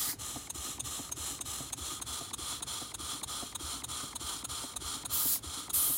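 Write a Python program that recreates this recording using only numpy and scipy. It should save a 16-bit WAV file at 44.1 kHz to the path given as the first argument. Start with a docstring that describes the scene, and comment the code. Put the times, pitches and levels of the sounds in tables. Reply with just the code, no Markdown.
"""At the workbench, beside the cylinder of a model horizontal steam engine running on compressed air.
At the start a drain cock is open: a loud puff of air that turns throaty as it runs out. Then, at about 100
turns a minute, valve and piston let air hiss, the motion knocks and each dead centre gives a short exhaust chuff.
From 1.6 to 2.3 s the microphone moves to the end of the cylinder; after 5 s two more puffs blow.
Air is shaped noise, knocks are short gliding resonances; bench rumble and close reflections lie around them."""
import sys
import numpy as np
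from scipy import signal
from scipy.fft import rfft, irfft
from scipy.io import wavfile
from scipy.ndimage import uniform_filter1d, map_coordinates

SR = 44100
rng = np.random.default_rng(int(sys.argv[2]) if len(sys.argv) > 2 else 0)


def pcm_store(signal):
    """Save signal as 16-bit PCM."""
    levels = np.round(np.clip(np.atleast_2d(signal), -1, 1) * 32767)
    wavfile.write(sys.argv[1], SR, levels.astype(np.int16).T)


N = 263277
TIME = np.arange(N) / SR
FREQ = np.arange(N // 2 + 1) * SR / N + 1e-3  # just above zero, so its logarithm exists

# Dead centres that begin the outward and backward strokes in turn; a cylinder emptied by a drain cock
# hardly chuffs: centre_s, chuff_db (before the trims in exhaust)
DEAD_CENTRES = [(-0.109, -65), (0.154, -64), (0.505, -36.5), (0.8042, -35), (1.1246, -34.5), (1.4155, -35),
                (1.7339, -33), (2.0235, -33), (2.341, -31.5), (2.6303, -32.5), (2.9485, -33),
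                (3.2386, -31.5), (3.5569, -32.5), (3.845, -33), (4.1616, -33), (4.451, -32.5), (4.768, -32),
                (5.058, -32), (5.39, -48), (5.7039, -33.5), (6.036, -67)]
# Microphone place: time_s, place (0 beside the cylinder, 1 at its end)
MICROPHONE_WALK = [(1.55, 0.025), (2.25, 0.97)]
# Steady rumble through the bench: pitch_hz, relative_db
RUMBLE_SPECTRUM = [(25, -37), (40, -3.5), (58, 6), (80, 0.5), (120, -0.5), (190, -8.5), (270, -3),
                   (370, -8), (520, -14.5), (900, -19), (2500, -24), (9000, -28), (16000, -54)]
# Slides rubbing in mid-stroke: pitch_hz, relative_db
RUBBING_SPECTRUM = [(60, -38), (170, -9.5), (270, 1), (370, -1), (520, -6), (700, -27), (1200, -31),
                    (4000, -75)]
# Soft thuds of bed and bench as the load changes in every stroke:
# after_centre_s, pitch_hz, rise_s, outward_db, backward_db
LOAD_THUDS = [(-.016, 288, 0.0028, -49, -41), (.018, 103, .007, -48, -44.5), (.036, 118, .0058, -48, -45),
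              (.049, 329, .005, -40, -59), (.062, 94, .008, -53, -43), (.073, 72, .013, -39, -48.5),
              (.18, 276, .0049, -42.5, -52), (.186, 131, 0.008, -50.5, -44),
              (.198, 281, 0.0048, -43.5, -55)]
# Modes of the bed plate that ring on after a knock: pitch_hz, t60_s, ring_db
BED_MODES = [(71.5, 0.17, -12), (128, 0.095, -15), (282.5, 0.27, -9), (697, 0.11, -4.5)]
# Flow swelling with piston speed, one row outward and one backward:
# level_db, swell_db, fastest_at (share of stroke), width (share of stroke)
FLOW_SWELLS = [(-40.5, 8.5, 0.6, 0.28), (-39.5, 5, 0.47, 0.3)]
# Air passage resonances in the hiss, beside the cylinder and at its end: pitch_hz, half_width_hz, relative_db
HISS_BESIDE = [(806, 270, -7), (1192, 69, 1.5), (1830, 1600, -10.5), (3140, 284, -1.5), (3774, 99, 0.5),
               (4135, 132, 2.5), (5210, 330, -6), (6110, 480, -2), (7060, 380, 1), (7740, 810, 0.5),
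               (9030, 180, 0.5), (10250, 1140, -2.5), (12240, 580, -9), (14532, 1640, -13.5)]
HISS_AT_END = [(920, 310, -9.5), (1260, 166, -2.5), (2260, 580, -16), (3224, 79, -2), (3300, 275, -3.5),
               (4126, 397, -3), (5110, 84, -5.5), (5700, 290, -8), (6260, 155, -6.5), (7110, 283, -2.5),
               (8320, 285, -3.5), (9740, 510, -5), (9486, 1700, -15), (10700, 810, -13.5),
               (12498, 1200, -18.5), (15364, 700, -19)]
# Faint upper whistle in the hiss: time_s, relative_db (to the rushing air)
WHISTLE_LEVELS = [(1.5, -16.5), (2.0, -11), (3.2, -15.5), (4.2, -19)]
# Air passage resonances in the chuff, beside the cylinder and at its end: pitch_hz, half_width_hz, relative_db
CHUFF_BESIDE = [(990, 350, -7.5), (2850, 520, -11), (3790, 260, -2.5), (4960, 200, -18.5), (6480, 170, 6.5),
                (7000, 180, -2), (7760, 660, -17.5), (8760, 860, 0), (10300, 250, -6.5), (13100, 380, -10),
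                (14497, 1640, -17.5)]
CHUFF_AT_END = [(1154, 237, -2), (2511, 260, -13), (3580, 390, -2.5), (3920, 250, -0.5),
                (5564, 1000, -19.5), (6550, 180, 2.5), (6970, 350, -3), (7812, 540, -5), (8870, 440, 1.5),
                (9700, 320, -16), (10100, 190, 5), (12600, 250, -7), (13765, 360, -22), (18700, 1730, 1)]
# Drain cock puffs: opens_s, attack_s, shut_s, release_s, swell_db_per_s (before the band's share),
# body_db, middle_db, top_db
DRAIN_PUFFS = [(-.02, .02, 0.16, .055, 2, -41, -36, -38.5),
               (5.095, 0.044, 5.398, .065, 17, -40.5, -33.5, -29),
               (5.727, 0.014, 6.2, .05, -13, -45.5, -33, -34.5)]
# Spectrum of each puff's jet, one list per puff: pitch_hz, relative_db
JET_SPECTRA = [
    [(410, -49), (700, -12), (1180, -15), (1760, -12), (1980, -6), (2780, -26), (4620, -1.5), (5690, -5.5),
     (9830, -4), (10900, 0), (13400, -2), (14700, 7), (15700, -8)],
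    [(2240, -24.5), (3800, -15), (4380, -10.5), (6290, -14), (7260, -6), (8930, -9), (9940, -0.5),
     (11300, -4), (15700, -5)],
    [(2240, -24.5), (3800, -15), (4460, -15), (4850, -16), (6330, -13.5), (9090, -1), (10900, 0.5),
     (14300, 4), (15700, -7)],
]
# Edges of a jet's body, middle and top: edge_hz
JET_EDGES_HZ = [0, 7000, 12000, 20000]
# Body, middle and top of a jet: follows (share of the swell), steepness (exponent of attack and release)
JET_RESPONSE = [(1.3, 1.1), (1.13, 1.4), (0.83, 1.6)]
# Near reflections from bench and castings: delay_beside_s, delay_at_end_s, level_db (before power scaling)
NEAR_ECHOES = [(.0021, .0027, -27.5), (.0037, .0043, -22), (.0062, .0067, -16.5), (.0091, 0.0072, -18)]

# the valve opens after one dead centre and shuts before the next; shut, it still leaks
VALVE_OPENS_S, VALVE_SHUTS_S, OPENING_S, SHUTTING_S, LEAK_DB = 0.04, 0.024, 0.0042, 0.0045, -23
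PRESSURE_SAG_DB = 10  # over one stroke
# a puff drains the supply, so the hiss after it is weaker and recovers
DRAINED_DB, RECOVERY_S = 2.8, 0.22
# cylinder pressure, and with it the jet, dips midway through a puff (before the band's share)
MIDWAY_DIP_DB, MIDWAY_DIP_S = 2, 0.069
# one knock in every backward stroke, at this share of it; the level is before each part's trim
KNOCK_SHARE, KNOCK_DB = 0.59, -35
# the clack leads an outward, then a backward stroke; the level is before each part's trim
CLACK_LEAD_S, CLACK_DB = (0.033, 0.0254), -43
# change of level with the microphone at the end, and random spread from blow to blow
KNOCK_FAR_DB, CLACK_FAR_DB, UNEVEN_DB = -1.5, 0.5, 0.82
ROOM_T60_S, ROOM_DB = 0.15, -19
CUTOFF_HZ = 15900


def from_db(db):
    """Amplitude for a level in decibels."""
    return 10 ** (np.asarray(db) / 20)


def rms_one(x):
    """Scale a signal to an rms of 1."""
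    return x / np.sqrt(np.mean(x ** 2) + 1e-20)


def add(out, s, sound):
    """Mix a short sound in at time s, trimmed to the scene."""
    i = round(s * SR)
    lo, hi = max(i, 0), min(i + len(sound), N)
    if hi > lo:
        out[lo:hi] += sound[lo - i:hi - i]


def noise(gain):
    """Noise of rms 1 with the given gain at each frequency."""
    return rms_one(irfft(rfft(rng.standard_normal(N)) * gain, N))


def colour(points):
    """Gain at each frequency, drawn through spectrum points on a logarithmic pitch scale."""
    hz, db = np.transpose(points)
    return from_db(np.interp(np.log(FREQ), np.log(hz), db))


def resonances(modes):
    """Gain at each frequency of steep resonances side by side, their powers added."""
    power = 0
    for hz, half_width, db in modes:
        power = power + from_db(db) ** 2 / (1 + ((FREQ - hz) / half_width) ** 2) ** 2
    return np.sqrt(power)


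def flutter(rate_hz, depth_db):
    """Turbulence: a gain that wavers at random, slower than about rate_hz."""
    return from_db(depth_db * noise(1 / (1 + (FREQ / rate_hz) ** 2)))


def blip(start_hz, end_hz, glide_s, rise_s, rough):
    """A resonance that swells, dies and slides in pitch; a rough contact scatters its strength and phase."""
    t = np.arange(int(10 * rise_s * SR)) / SR
    hz = end_hz + (start_hz - end_hz) * np.exp(-t / glide_s)
    scatter = rms_one(uniform_filter1d(rng.standard_normal((2, len(t))), size=70))
    contact = 1 + rough * (scatter[0] + 1j * scatter[1])
    tone = contact * np.exp(2j * np.pi * np.cumsum(hz) / SR)
    envelope = (t / rise_s * np.exp(1 - t / rise_s)) ** 2  # peaks at rise_s
    return tone.imag / np.hypot(1, rough) * envelope


def microphone_place():
    """How far the microphone has come from beside the cylinder (0) to its end (1)."""
    return np.interp(TIME, *np.transpose(MICROPHONE_WALK))


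def rushing_air(beside, at_end):
    """Turbulent air through the passages; its colour crossfades at equal power as the microphone moves."""
    place = microphone_place()
    return np.sqrt(1 - place) * noise(resonances(beside)) + np.sqrt(place) * noise(resonances(at_end))


def air_flow():
    """The valve opens after dead centre; the flow swells with piston speed and sags until the valve shuts."""
    centres = np.transpose(DEAD_CENTRES)[0]
    crank = np.interp(TIME, centres, np.arange(len(centres)))
    stroke, share = np.minimum(crank.astype(int), len(centres) - 2), crank % 1
    level_db, swell_db, fastest, width = np.array(FLOW_SWELLS)[stroke % 2].T
    flow_db = level_db + swell_db * np.exp(-((share - fastest) / width) ** 2) - PRESSURE_SAG_DB * share
    for _, _, shut, *_ in DRAIN_PUFFS:
        flow_db -= DRAINED_DB * (TIME > shut) * np.exp(-np.abs(TIME - shut) / RECOVERY_S)
    opened = 1 / (1 + np.exp((centres[stroke] + VALVE_OPENS_S - TIME) / OPENING_S))
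    not_shut = 1 / (1 + np.exp((TIME - centres[stroke + 1] + VALVE_SHUTS_S) / SHUTTING_S))
    return from_db(flow_db) * np.maximum(opened * not_shut, from_db(LEAK_DB))


def bench_rumble():
    """Steady low noise through the bench."""
    return from_db(-54.0) * noise(colour(RUMBLE_SPECTRUM))


def slide_rubbing(flow):
    """The slides rub as noise that follows the air flow through each stroke."""
    return from_db(-21.5) * flow * noise(colour(RUBBING_SPECTRUM))


def load_thuds():
    """Bed and bench thud dully at set delays after each dead centre, uneven in pitch and strength."""
    out = np.zeros(N)
    for k, (centre, _) in enumerate(DEAD_CENTRES):
        for delay, hz, rise, *levels in LOAD_THUDS:
            pitch = hz * (1 + 0.044 * rng.standard_normal())
            db = levels[k % 2] + UNEVEN_DB * rng.standard_normal()
            add(out, centre + delay, from_db(db) * blip(pitch, pitch, 1, rise, rough=0.13))
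    return out


def valve_clacks():
    """The valve clacks ahead of each dead centre: three resonances that drop in pitch."""
    out = np.zeros(N)
    centres = np.transpose(DEAD_CENTRES)[0]
    far = np.interp(centres, TIME, microphone_place())
    for k, centre in enumerate(centres):
        s = centre - CLACK_LEAD_S[k % 2]
        db = CLACK_DB + CLACK_FAR_DB * far[k] + UNEVEN_DB * rng.standard_normal()
        add(out, s - 0.0005, from_db(db - 4.0) * blip(5130, 3000, glide_s=0.0032, rise_s=0.0018, rough=1.0))
        add(out, s - 0.001, from_db(db - 4.0) * blip(2440, 1770, glide_s=0.0059, rise_s=0.0031, rough=0.98))
        add(out, s - 0.001, from_db(db - 3.5) * blip(1506, 400, glide_s=0.01104, rise_s=0.0055, rough=1.0))
    return out


def motion_knocks():
    """Slack in the motion is taken up once in every backward stroke: two resonances that drop in pitch."""
    out = np.zeros(N)
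    centres = np.transpose(DEAD_CENTRES)[0]
    far = np.interp(centres, TIME, microphone_place())
    for start, end, away in zip(centres[1::2], centres[2::2], far[1::2]):
        s = start + KNOCK_SHARE * (end - start)
        db = KNOCK_DB + KNOCK_FAR_DB * away + UNEVEN_DB * rng.standard_normal()
        add(out, s - 0.005, from_db(db - 8.5) * blip(942, 636, glide_s=0.0047, rise_s=0.0055, rough=1.0))
        add(out, s - 0.001, from_db(db - 1.5) * blip(450, 242.3, glide_s=0.0043, rise_s=0.0075, rough=0.38))
    return out


def bed_plate(blows):
    """The casting adds its own ring to every blow: each mode is a two-pole resonator."""
    out = blows.copy()
    for hz, t60, db in BED_MODES:
        r = from_db(-60 / (t60 * SR))  # decay per sample
        poles = [1, -2 * r * np.cos(2 * np.pi * hz / SR), r * r]
        ring = signal.lfilter([2, 0, -2], poles, blows + 1e-18)
        out += from_db(db) * (1 - r * r) / 2 * ring
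    return out


def whistle():
    """Two narrow resonances of the passages almost sing; the upper one comes and goes."""
    upper_gain = from_db(np.interp(TIME, *np.transpose(WHISTLE_LEVELS)))
    upper = upper_gain * noise(resonances([(3430, 55, 0)]))
    lower = from_db(-15.0) * noise(resonances([(1232, 45, 0)]))
    return upper + lower


def valve_hiss(flow):
    """Turbulent air past piston and valve: noise through the passages, as strong as the flow."""
    air = rushing_air(HISS_BESIDE, HISS_AT_END) + whistle()
    return from_db(-0.5) * flow * air * flutter(rate_hz=52, depth_db=1.0)


def exhaust(level_db=1.1, chirp_db=-14.5, opening_s=0.007084, closing_s=0.007623, wander=0.0093):
    """The port dumps the cylinder in one burst; its lowest resonance rises as the gap widens."""
    out = np.zeros(N)
    t = np.arange(-SR // 20, SR // 20) / SR
    shape = np.exp(-np.abs(t / np.where(t < 0, opening_s, closing_s)) ** 2.5)
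    air = rushing_air(CHUFF_BESIDE, CHUFF_AT_END) * flutter(rate_hz=380, depth_db=1.0)
    for s, db in DEAD_CENTRES:
        # reading the air a little faster or slower shifts the resonances of every chuff
        at = (s + t * (1 + wander * rng.standard_normal())) * SR
        burst = shape * map_coordinates(air, [at], order=3, mode="reflect")
        add(out, s + t[0] - 0.0004, from_db(db + level_db) * burst)
        chirp = blip(511, 1344, glide_s=0.0161, rise_s=0.0059, rough=0.52)
        add(out, s - 0.009, from_db(db + chirp_db) * chirp)
    return out


def sputter(s=0.096, length_s=0.024, db=-44.5):
    """The first puff turns throaty as it runs out: a brief swell of three resonances."""
    throat = noise(resonances([(1680, 200, -3), (2040, 270, -1.0), (4860, 290, 0)]))
    return from_db(db) * np.exp(-((TIME - s) / length_s) ** 2) * throat


def drain_cocks():
    """The cylinder blows out through an open cock; pressure fills the jet, its top starts last and dies first."""
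    out = np.zeros(N)
    for (opens, attack, shut, release, swell, *levels), spectrum in zip(DRAIN_PUFFS, JET_SPECTRA):
        gate = np.clip(np.minimum((TIME - opens) / attack, (shut - TIME) / release), 0, 1)
        middle = (opens + shut) / 2
        swell_db = swell * (np.clip(TIME, opens, shut) - middle)
        swell_db -= MIDWAY_DIP_DB * np.exp(-((TIME - middle) / MIDWAY_DIP_S) ** 2)
        gain = colour(spectrum)
        bands = zip(JET_EDGES_HZ, JET_EDGES_HZ[1:], levels, JET_RESPONSE)
        for low, high, db, (follows, steepness) in bands:
            jet = noise(gain * (FREQ > low) * (FREQ <= high))
            out += jet * from_db(db + follows * swell_db) * gate ** steepness
    return out * flutter(rate_hz=220, depth_db=0.3)


def workshop(x):
    """Close reflections comb the sound and slide as the microphone moves; a faint short tail follows."""
    near, power = x.copy(), 1
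    place = microphone_place()
    for beside, at_end, db in NEAR_ECHOES:
        delay = beside + (at_end - beside) * place
        near += from_db(db) * np.interp(TIME - delay, TIME, x, left=0)
        power += from_db(db) ** 2
    t = np.arange(int(0.4 * SR)) / SR
    tail = rng.standard_normal(len(t)) * from_db(-60 * t / ROOM_T60_S)
    room = signal.fftconvolve(x, tail / np.linalg.norm(tail))[:N]
    return near / np.sqrt(power) + from_db(ROOM_DB) * room


def scene():
    """Bench, running gear and air, the same in both channels."""
    flow = air_flow()
    background = bench_rumble() + slide_rubbing(flow)
    blows = load_thuds() + valve_clacks() + motion_knocks()
    running_gear = from_db(-2.0) * bed_plate(blows)
    air = workshop(valve_hiss(flow) + exhaust() + sputter() + drain_cocks())
    sound = background + running_gear + air
    return np.array([sound, sound])


def record(dry, bass_cut_hz=42):
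    """The microphone loses the deepest bass; the top is cut steeply."""
    bass_cut = signal.butter(2, bass_cut_hz, "high", fs=SR, output="sos")
    thinned = signal.sosfilt(bass_cut, dry)
    return irfft(rfft(thinned) / np.sqrt(1 + (FREQ / CUTOFF_HZ) ** 300), N)


dry = scene()
out = record(dry)
pcm_store(out)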